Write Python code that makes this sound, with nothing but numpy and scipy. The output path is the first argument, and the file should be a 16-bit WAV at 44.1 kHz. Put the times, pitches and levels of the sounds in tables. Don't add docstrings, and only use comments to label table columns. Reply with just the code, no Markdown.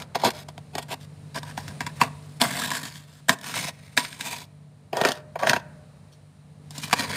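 import sys
import numpy as np
from scipy import signal
from scipy.fft import rfft, irfft, next_fast_len
from scipy.io import wavfile
from scipy.ndimage import uniform_filter1d, map_coordinates

SR = 44100
rng = np.random.default_rng(int(sys.argv[2]) if len(sys.argv) > 2 else 0)


def transcribe(u):
    v = np.clip(np.atleast_2d(u).T, -1, 1)
    q = np.round(v * 32767).astype(np.int16)
    wavfile.write(sys.argv[1], SR, q)


N = 315756

# start_s, crunch_db, liner_above_crunch_db, compartment_above_crunch_db
BITES = [(0.0195, -27, -4, -30), (0.154, -19, -10, -1.5), (0.2349, -31.5, -5, 20), (0.246, -13.5, -11, 1),
         (0.3033, -19, -8, -15), (0.4848, -30, -6, -2), (0.5775, -34, -4, -4.5), (0.7511, -20, -7, -3.5),
         (0.7803, -17, -7, -6.5), (0.914, -28.5, -3, -10), (1.344, -32, -10, -19.5),
         (1.357, -25, -14, -5.5), (1.3838, -26.5, -12, -19), (1.4292, -30, -8, -2.5),
         (1.5749, -23.5, -3.5, -4), (1.6789, -24.5, -7.5, -21), (1.805, -20, -2, -2),
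         (1.8641, -20.5, -2, -4.5), (2.013, -11, 3.5, 3), (2.407, -20.5, -6, -11.5),
         (2.4139, -4.5, -14, -11), (2.617, -19, -2.5, -16), (2.703, -19.5, -11, -18),
         (3.2918, -3.5, -4.5, -8), (3.386, -34.5, -13, -11), (3.4112, -30, -16.5, -20),
         (3.441, -26, -7, -15), (3.539, -22, -2, -10), (3.974, -4.5, -5, -11), (4.0474, -24, 2.5, -26),
         (4.1262, -28.5, -3.5, -20), (4.2075, -18.5, -7, -21), (4.9292, -27.5, -0.5, 14.5),
         (4.9678, -17.5, -5, -1), (5.012, -14.5, -2, 0), (5.0357, -25, 7, 10.5), (5.0484, -11.5, 6.5, 1),
         (5.0858, -14.5, -4.5, -6.5), (5.117, -16.5, -8.5, -11), (5.3562, -37, 7.5, 17),
         (5.3906, -36, 1, 7), (5.4316, -24, 5.5, 4), (5.4697, -17.5, 5, 0.5), (5.4939, -6.5, -1, -15),
         (5.5313, -14, 0.5, -3), (5.5619, -22, 3.5, 4), (6.7057, -27, -19, -16.5),
         (6.7795, -19.5, -37, -17.5), (6.8798, -28, -13, -11), (6.8964, -29.5, -3, -8),
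         (6.9099, -22.5, -6.5, -23), (6.9276, -5, -5.5, -4.5)]
# start_s, end_s, crunch_start_db, crunch_middle_db, crunch_end_db,
# liner_above_crunch_db, compartment_above_crunch_db
SCUFFS = [(0, 0.046, -42, -51.5, -63, -0.5, 6), (0.148, 0.184, -36, -44.5, -62, 4.5, 14),
          (0.186, 0.236, -45, -42.5, -44, 0.5, 6.5), (0.236, 0.294, -32, -20.5, -39, 1.5, 8.5),
          (0.334, 0.436, -47.5, -43, -55.5, -3, -5), (0.733, 0.81, -60.5, -52, -53, -1, 12.5),
          (0.813, 0.842, -56, -41, -58, -7, -1), (0.883, 0.946, -45, -41.5, -40.5, -1, 3.5),
          (1.002, 1.06, -55, -55.5, -64, -5, -15), (1.345, 1.391, -43.5, -37.5, -54.5, 5.5, 6),
          (1.427, 1.524, -58, -54, -52, 5, -1), (1.571, 1.722, -44.5, -57.5, -53, 2.5, -3),
          (1.809, 1.906, -42.5, -63.5, -55.5, 5.5, 0.5), (2.22, 2.39, -62.5, -62, -60, -9.5, -9),
          (3.284, 3.345, -26, -37.5, -35, -2.5, 3.5), (3.736, 3.97, -67, -58.5, -60.5, 1.5, -11),
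          (6.12, 6.158, -60, -63, -63, -16.5, -11)]
# time_s, crunch_db, compartment_above_crunch_db
DRAGS = [
    [(1.955, -52, -5), (1.99, -56, 0), (2.005, -34.5, 5), (2.04, -38, 9.5), (2.085, -55, 6)],
    [(2.4, -32, 3), (2.435, -24.5, 4), (2.48, -37, -2), (2.56, -31.5, -1), (2.63, -32.5, -9),
     (2.698, -41.5, -2)],
    [(2.703, -34, 0), (2.755, -29.5, -7.5), (2.825, -44, 0)],
    [(2.83, -36.5, -4.5), (2.885, -38, -4), (2.905, -52.5, -6), (2.97, -45.5, -10), (3.03, -62, -6),
     (3.16, -58.5, -12), (3.205, -56.5, -7)],
    [(3.428, -42.5, -1.5), (3.53, -34.5, -4), (3.555, -30, -2.5), (3.6, -31.5, -7.5), (3.65, -40, -6),
     (3.685, -31.5, -4.5), (3.712, -51, -6.5)],
    [(3.967, -26, -5.5), (4.0, -32, -2.5), (4.07, -43.5, -6.5), (4.15, -49, -8), (4.19, -53, -6)],
    [(4.19, -43, -2.5), (4.245, -33.5, -6.5), (4.3, -36.5, -6), (4.42, -45.5, -3), (4.455, -56.5, -5)],
    [(4.94, -55.5, 23), (4.98, -43, 16.5), (5.03, -47.5, 17), (5.075, -30.5, 9.5), (5.11, -38, 8),
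     (5.14, -52, 3), (5.21, -60, 11)],
    [(5.39, -43.5, 4), (5.44, -48.5, 22), (5.47, -36, 8), (5.515, -33.5, 9), (5.57, -48, 15),
     (5.61, -64, 4.5)],
    [(6.71, -50, -13), (6.77, -45, -8), (6.81, -47, -14), (6.84, -31, -9), (6.87, -50, -4), (6.92, -51, 2)],
    [(6.92, -48, 4), (6.955, -42.5, 0), (7.0, -31, -3.5), (7.04, -34.5, 1.5), (7.075, -44.5, 3.5),
     (7.16, -30, -4.5)],
]
# time_s, spoon_lean_db, liner_lean_db, compartment_lean_db, shelf_reach_db, cabinet_reach_db
PLACE = [(.2, -0.5, 2, -3.5, 6, -9), (.9, 0.5, 5.5, -6.5, 2, -9.5), (1.4, -1, -1.5, 5.5, 4, -5.5),
         (2.5, 2, 1, 1, 2, -6.5), (3.3, 1, -2, 5, 5, -9), (3.6, -1, 2, 3, 5, -12.5),
         (4.3, 1, 5.5, -0.5, 6.5, -15), (4.93, -1.5, -6.5, -4, 11, -12.5), (5.6, -4, 0.5, -4, 19.5, -8),
         (6.75, 1.5, 1, 0, 11, -5), (7.1, -2.5, -0.5, 1, 7, -8.5)]
# centre_hz, width_hz, relative_level_db
COMPARTMENT_MODES = [(348.2, 94, -7.5), (418, 168, -6), (499, 80, -5), (686, 110, -3), (810.4, 42, -4.5),
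                     (819.6, 41, -4), (968, 43.3, 3.5), (1128, 131, -5), (1193, 110, -5.5)]
# centre_hz, width_hz, relative_level_db
LINER_MODES = [(1217, 180, -2), (1604, 226, 5), (1870, 44, 9.5), (1868, 37, 9), (2310, 530, -1),
               (2702, 83, 0.5)]
# centre_hz, width_hz, relative_level_db
SPOON_MODES = [(2770, 300, -5), (3517, 410, 0), (3904, 220, 0.5), (4380, 150, 0), (4690, 170, -0.5),
               (5270, 550, -3.5), (6440, 740, -6), (7460, 1000, -7.5), (8680, 710, -3), (9320, 1500, -6),
               (10800, 2500, -11.5), (12300, 890, -11.5), (12900, 710, -11.5), (14600, 1200, -17)]
# centre_hz, width_hz, relative_level_db
CABINET_MODES = [(128, 35, -2), (182, 70, -0.9), (265, 47, 0.57)]
# centre_hz, width_hz
SHELF_MODE = (607, 2.2)
# frequency_hz, t60_s
KITCHEN_DECAY = [(200, 1), (600, 0.55), (1800, 0.56), (3500, .25), (8000, 0.29)]
# time_s, shaft_orders_db, rumble_db, hiss_db
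BACKGROUND_LEVELS = [(0, -48.5, -45.5, -65.5), (.6, -47.5, -50.5, -64.5), (1.2, -44, -49.5, -62),
                     (1.7, -42.5, -41.5, -52.5), (2.2, -41.5, -47.5, -58.5), (2.8, -48, -52, -68),
                     (3.2, -51, -54.5, -64.5), (4, -50.5, -52, -63), (4.7, -50.5, -55.5, -69.5),
                     (5.7, -48.5, -48.5, -65.5), (6.3, -55, -54.5, -68), (6.6, -45.5, -53, -67.5),
                     (7.16, -43, -41, -46.5)]
# multiple_of_shaft_speed, relative_level_db
SHAFT_ORDERS = [(2, -7.5), (3, 1), (4, -15.5), (5, -16), (6, -21), (9, -21)]
# frequency_hz, relative_density_db_per_hz
RUMBLE_SPECTRUM = [(20, -41.5), (50, -22), (85, -7.5), (125, -6.5), (170, -6.5), (230, -16), (320, -26),
                   (450, -23.5), (600, -21), (850, -27), (1200, -29.5), (2500, -41.5), (5500, -120)]
# frequency_hz, relative_density_db_per_hz
HISS_SPECTRUM = [(1200, -33.5), (1700, -6.5), (2600, -6.5), (3500, -9), (3940, -5), (4400, -7.5),
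                 (5300, -11), (6000, -13), (8100, -11), (8550, -11.5), (9000, -8), (9600, -6),
                 (10200, -20.5), (13000, -22), (15800, -29.5)]

GATHER_S, CRUMBLE_T60_S, CRACK_LAG_S = 0.0013, 0.044, 0.0016
EDGE_S = 0.0021
TRICKLE_S, TRICKLE_DB = 0.023, -20
LINER_DB, LINER_FOLLOWS = -0.5, 0.43
SHAFT_HZ = 49.26
TOP_HZ = 15750


def frost():
    spoon_force, liner_force, air_force = drag() + bites()
    spoon_lean_db, liner_lean_db, air_lean_db, shelf_db, cabinet_db = curves(PLACE)
    shelf = filtered(air_force * amp(shelf_db), lambda f: resonance(f, *SHELF_MODE))
    flutter = amp(4.1 * wobble(25))
    cabinet_force = spoon_force + amp(-9.5) * air_force
    thud = amp(cabinet_db) * ringing(cabinet_force, CABINET_MODES, 0)
    spoon = ringing(spoon_force, SPOON_MODES, spoon_lean_db)
    liner = ringing(liner_force, LINER_MODES, liner_lean_db)
    air = ringing(air_force, COMPARTMENT_MODES, air_lean_db)
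    return air - (spoon + liner + thud) + shelf * flutter


def bites():
    lead = SR // 100
    t = (np.arange(SR // 8) - lead) / SR
    swell = np.minimum(np.exp(t / GATHER_S), amp(-60 * t / CRUMBLE_T60_S))
    force = np.zeros((3, N + SR))
    grit = np.resize(crystals(clump_db=0.64, spike_db=4.5), N + SR)
    for start_s, crunch_db, liner_db, air_db in BITES:
        at = round((start_s + CRACK_LAG_S) * SR) - lead + np.arange(len(t))
        burst = swell * grit[at]
        burst *= np.linalg.norm(swell) / np.linalg.norm(burst)
        burst[lead:lead + 3] += [3, 6, 3]
        body_db = [[crunch_db - 11.5], [crunch_db + liner_db - 7.5], [crunch_db + air_db - 5]]
        force[:, at] += amp(body_db) * burst
    return angles(force[:, :N], depth_db=2.5)


def drag():
    force = np.zeros((3, N))
    for start_s, end_s, *crunch_db, liner_db, air_db in SCUFFS:
        at = span(start_s, end_s)
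        knots_s = [start_s, (start_s + end_s) / 2, end_s]
        pressure = amp(np.interp(at / SR, knots_s, crunch_db))
        force[:, at] += amp([[0], [liner_db], [air_db]]) * pressure
    for rows in DRAGS:
        time_s, crunch_db, air_db = np.transpose(rows)
        at = span(time_s[0], time_s[-1])
        liner_db = crunch_db + LINER_DB + LINER_FOLLOWS * air_db
        columns = (crunch_db, liner_db, crunch_db + air_db)
        force[:, at] += amp([np.interp(at / SR, time_s, db) for db in columns])
    keep = np.exp(-1 / (TRICKLE_S * SR))
    trickle = amp(TRICKLE_DB) * signal.lfilter([1 - keep], [1, -keep], force)
    contact = uniform_filter1d(force, size=max(1, round(EDGE_S * SR)))
    scrape = (contact + trickle) * crystals(clump_db=2, spike_db=3.5)
    return angles(scrape, depth_db=3)


def crystals(clump_db, spike_db):
    clumps = clump_db * (wobble(45) + wobble(160))
    return unit(rng.standard_normal(N) * amp(clumps + spike_db * wobble(1500)))


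def angles(force, depth_db):
    spectrum = signal.stft(force, nperseg=512)[2]
    noise = rng.standard_normal(spectrum.shape[1:])
    across_bands = uniform_filter1d(noise, size=3, axis=0)
    field = uniform_filter1d(across_bands, size=50, axis=1)
    gain = amp(depth_db * unit(field))
    return signal.istft(spectrum * unit(gain), nperseg=512)[1][:, :N]


def ringing(force, modes, lean_db):
    signed = [((-1) ** k * amp(db), hz, width) for k, (hz, width, db) in enumerate(modes)]

    def body(f, part):
        return sum(gain * resonance(f, hz, width) for gain, hz, width in part)

    half = len(modes) // 2
    low = filtered(force * amp(-lean_db / 2), lambda f: body(f, signed[:half]))
    high = filtered(force * amp(lean_db / 2), lambda f: body(f, signed[half:]))
    power = np.mean(np.abs(body(np.linspace(0, SR / 2, num=8000), signed)) ** 2)
    return (low + high) / np.sqrt(power)


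def resonance(f, hz, width):
    return 1j * f * width / (hz * hz - f * f + 1j * f * width)


def kitchen(x):
    hz, t, spectrum = signal.stft(rng.standard_normal(SR), SR, nperseg=256)
    decay = amp(-60 * t / along(KITCHEN_DECAY, hz)[:, None])
    tail = signal.istft(spectrum * decay, SR, nperseg=256)[1]
    return signal.fftconvolve(x, tail / np.linalg.norm(tail))[:N]


def background():
    orders_db, rumble_db, hiss_db = curves(BACKGROUND_LEVELS)
    turn = 2 * np.pi * np.cumsum(SHAFT_HZ * (1 + 0.003 * wobble(3))) / SR
    orders = np.zeros(N)
    for multiple, db in SHAFT_ORDERS:
        level = amp(db + 2.0 * wobble(36))
        orders += level * np.sin(multiple * turn + 0.19 * wobble(15))
    rumble = filtered(rng.standard_normal(N), lambda hz: amp(along(RUMBLE_SPECTRUM, hz)))
    hiss = filtered(rng.standard_normal(N), lambda hz: amp(along(HISS_SPECTRUM, hz)))
    low = amp(orders_db) * unit(orders) + amp(rumble_db) * unit(rumble)
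    return low + amp(hiss_db + 0.69 * wobble(5.2)) * unit(hiss)


def amp(db):
    return 10 ** (np.asarray(db) / 20)


def unit(x):
    return x / np.sqrt(np.mean(x ** 2) + 1e-20)


def span(start_s, end_s):
    return np.arange(round(start_s * SR), min(round(end_s * SR), N))


def along(points, hz):
    f, v = np.transpose(points)
    return np.interp(np.log(hz + 1), np.log(f + 1), v)


def curves(rows):
    time_s, *columns = np.transpose(rows)
    return [np.interp(np.arange(N) / SR, time_s, column) for column in columns]


def wobble(rate):
    knots = rng.standard_normal(int(N * rate / SR) + 4)
    return map_coordinates(knots, [np.arange(N) * rate / SR])


def filtered(x, response):
    m = next_fast_len(N + SR // 2)
    return irfft(rfft(x, m) * response(np.fft.rfftfreq(m, 1 / SR)), m)[..., :N]


def scene():
    near = frost()
    return (near + amp(-22.5) * kitchen(near) + background())[None]


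def record(dry):
    def response(hz):
        edge = np.clip((TOP_HZ + 150 - hz) / 300, 0, 1) ** 3
        return 1j * hz / (40 + 1j * hz) * edge

    return filtered(dry, response)


dry = scene()
out = record(dry)
transcribe(out)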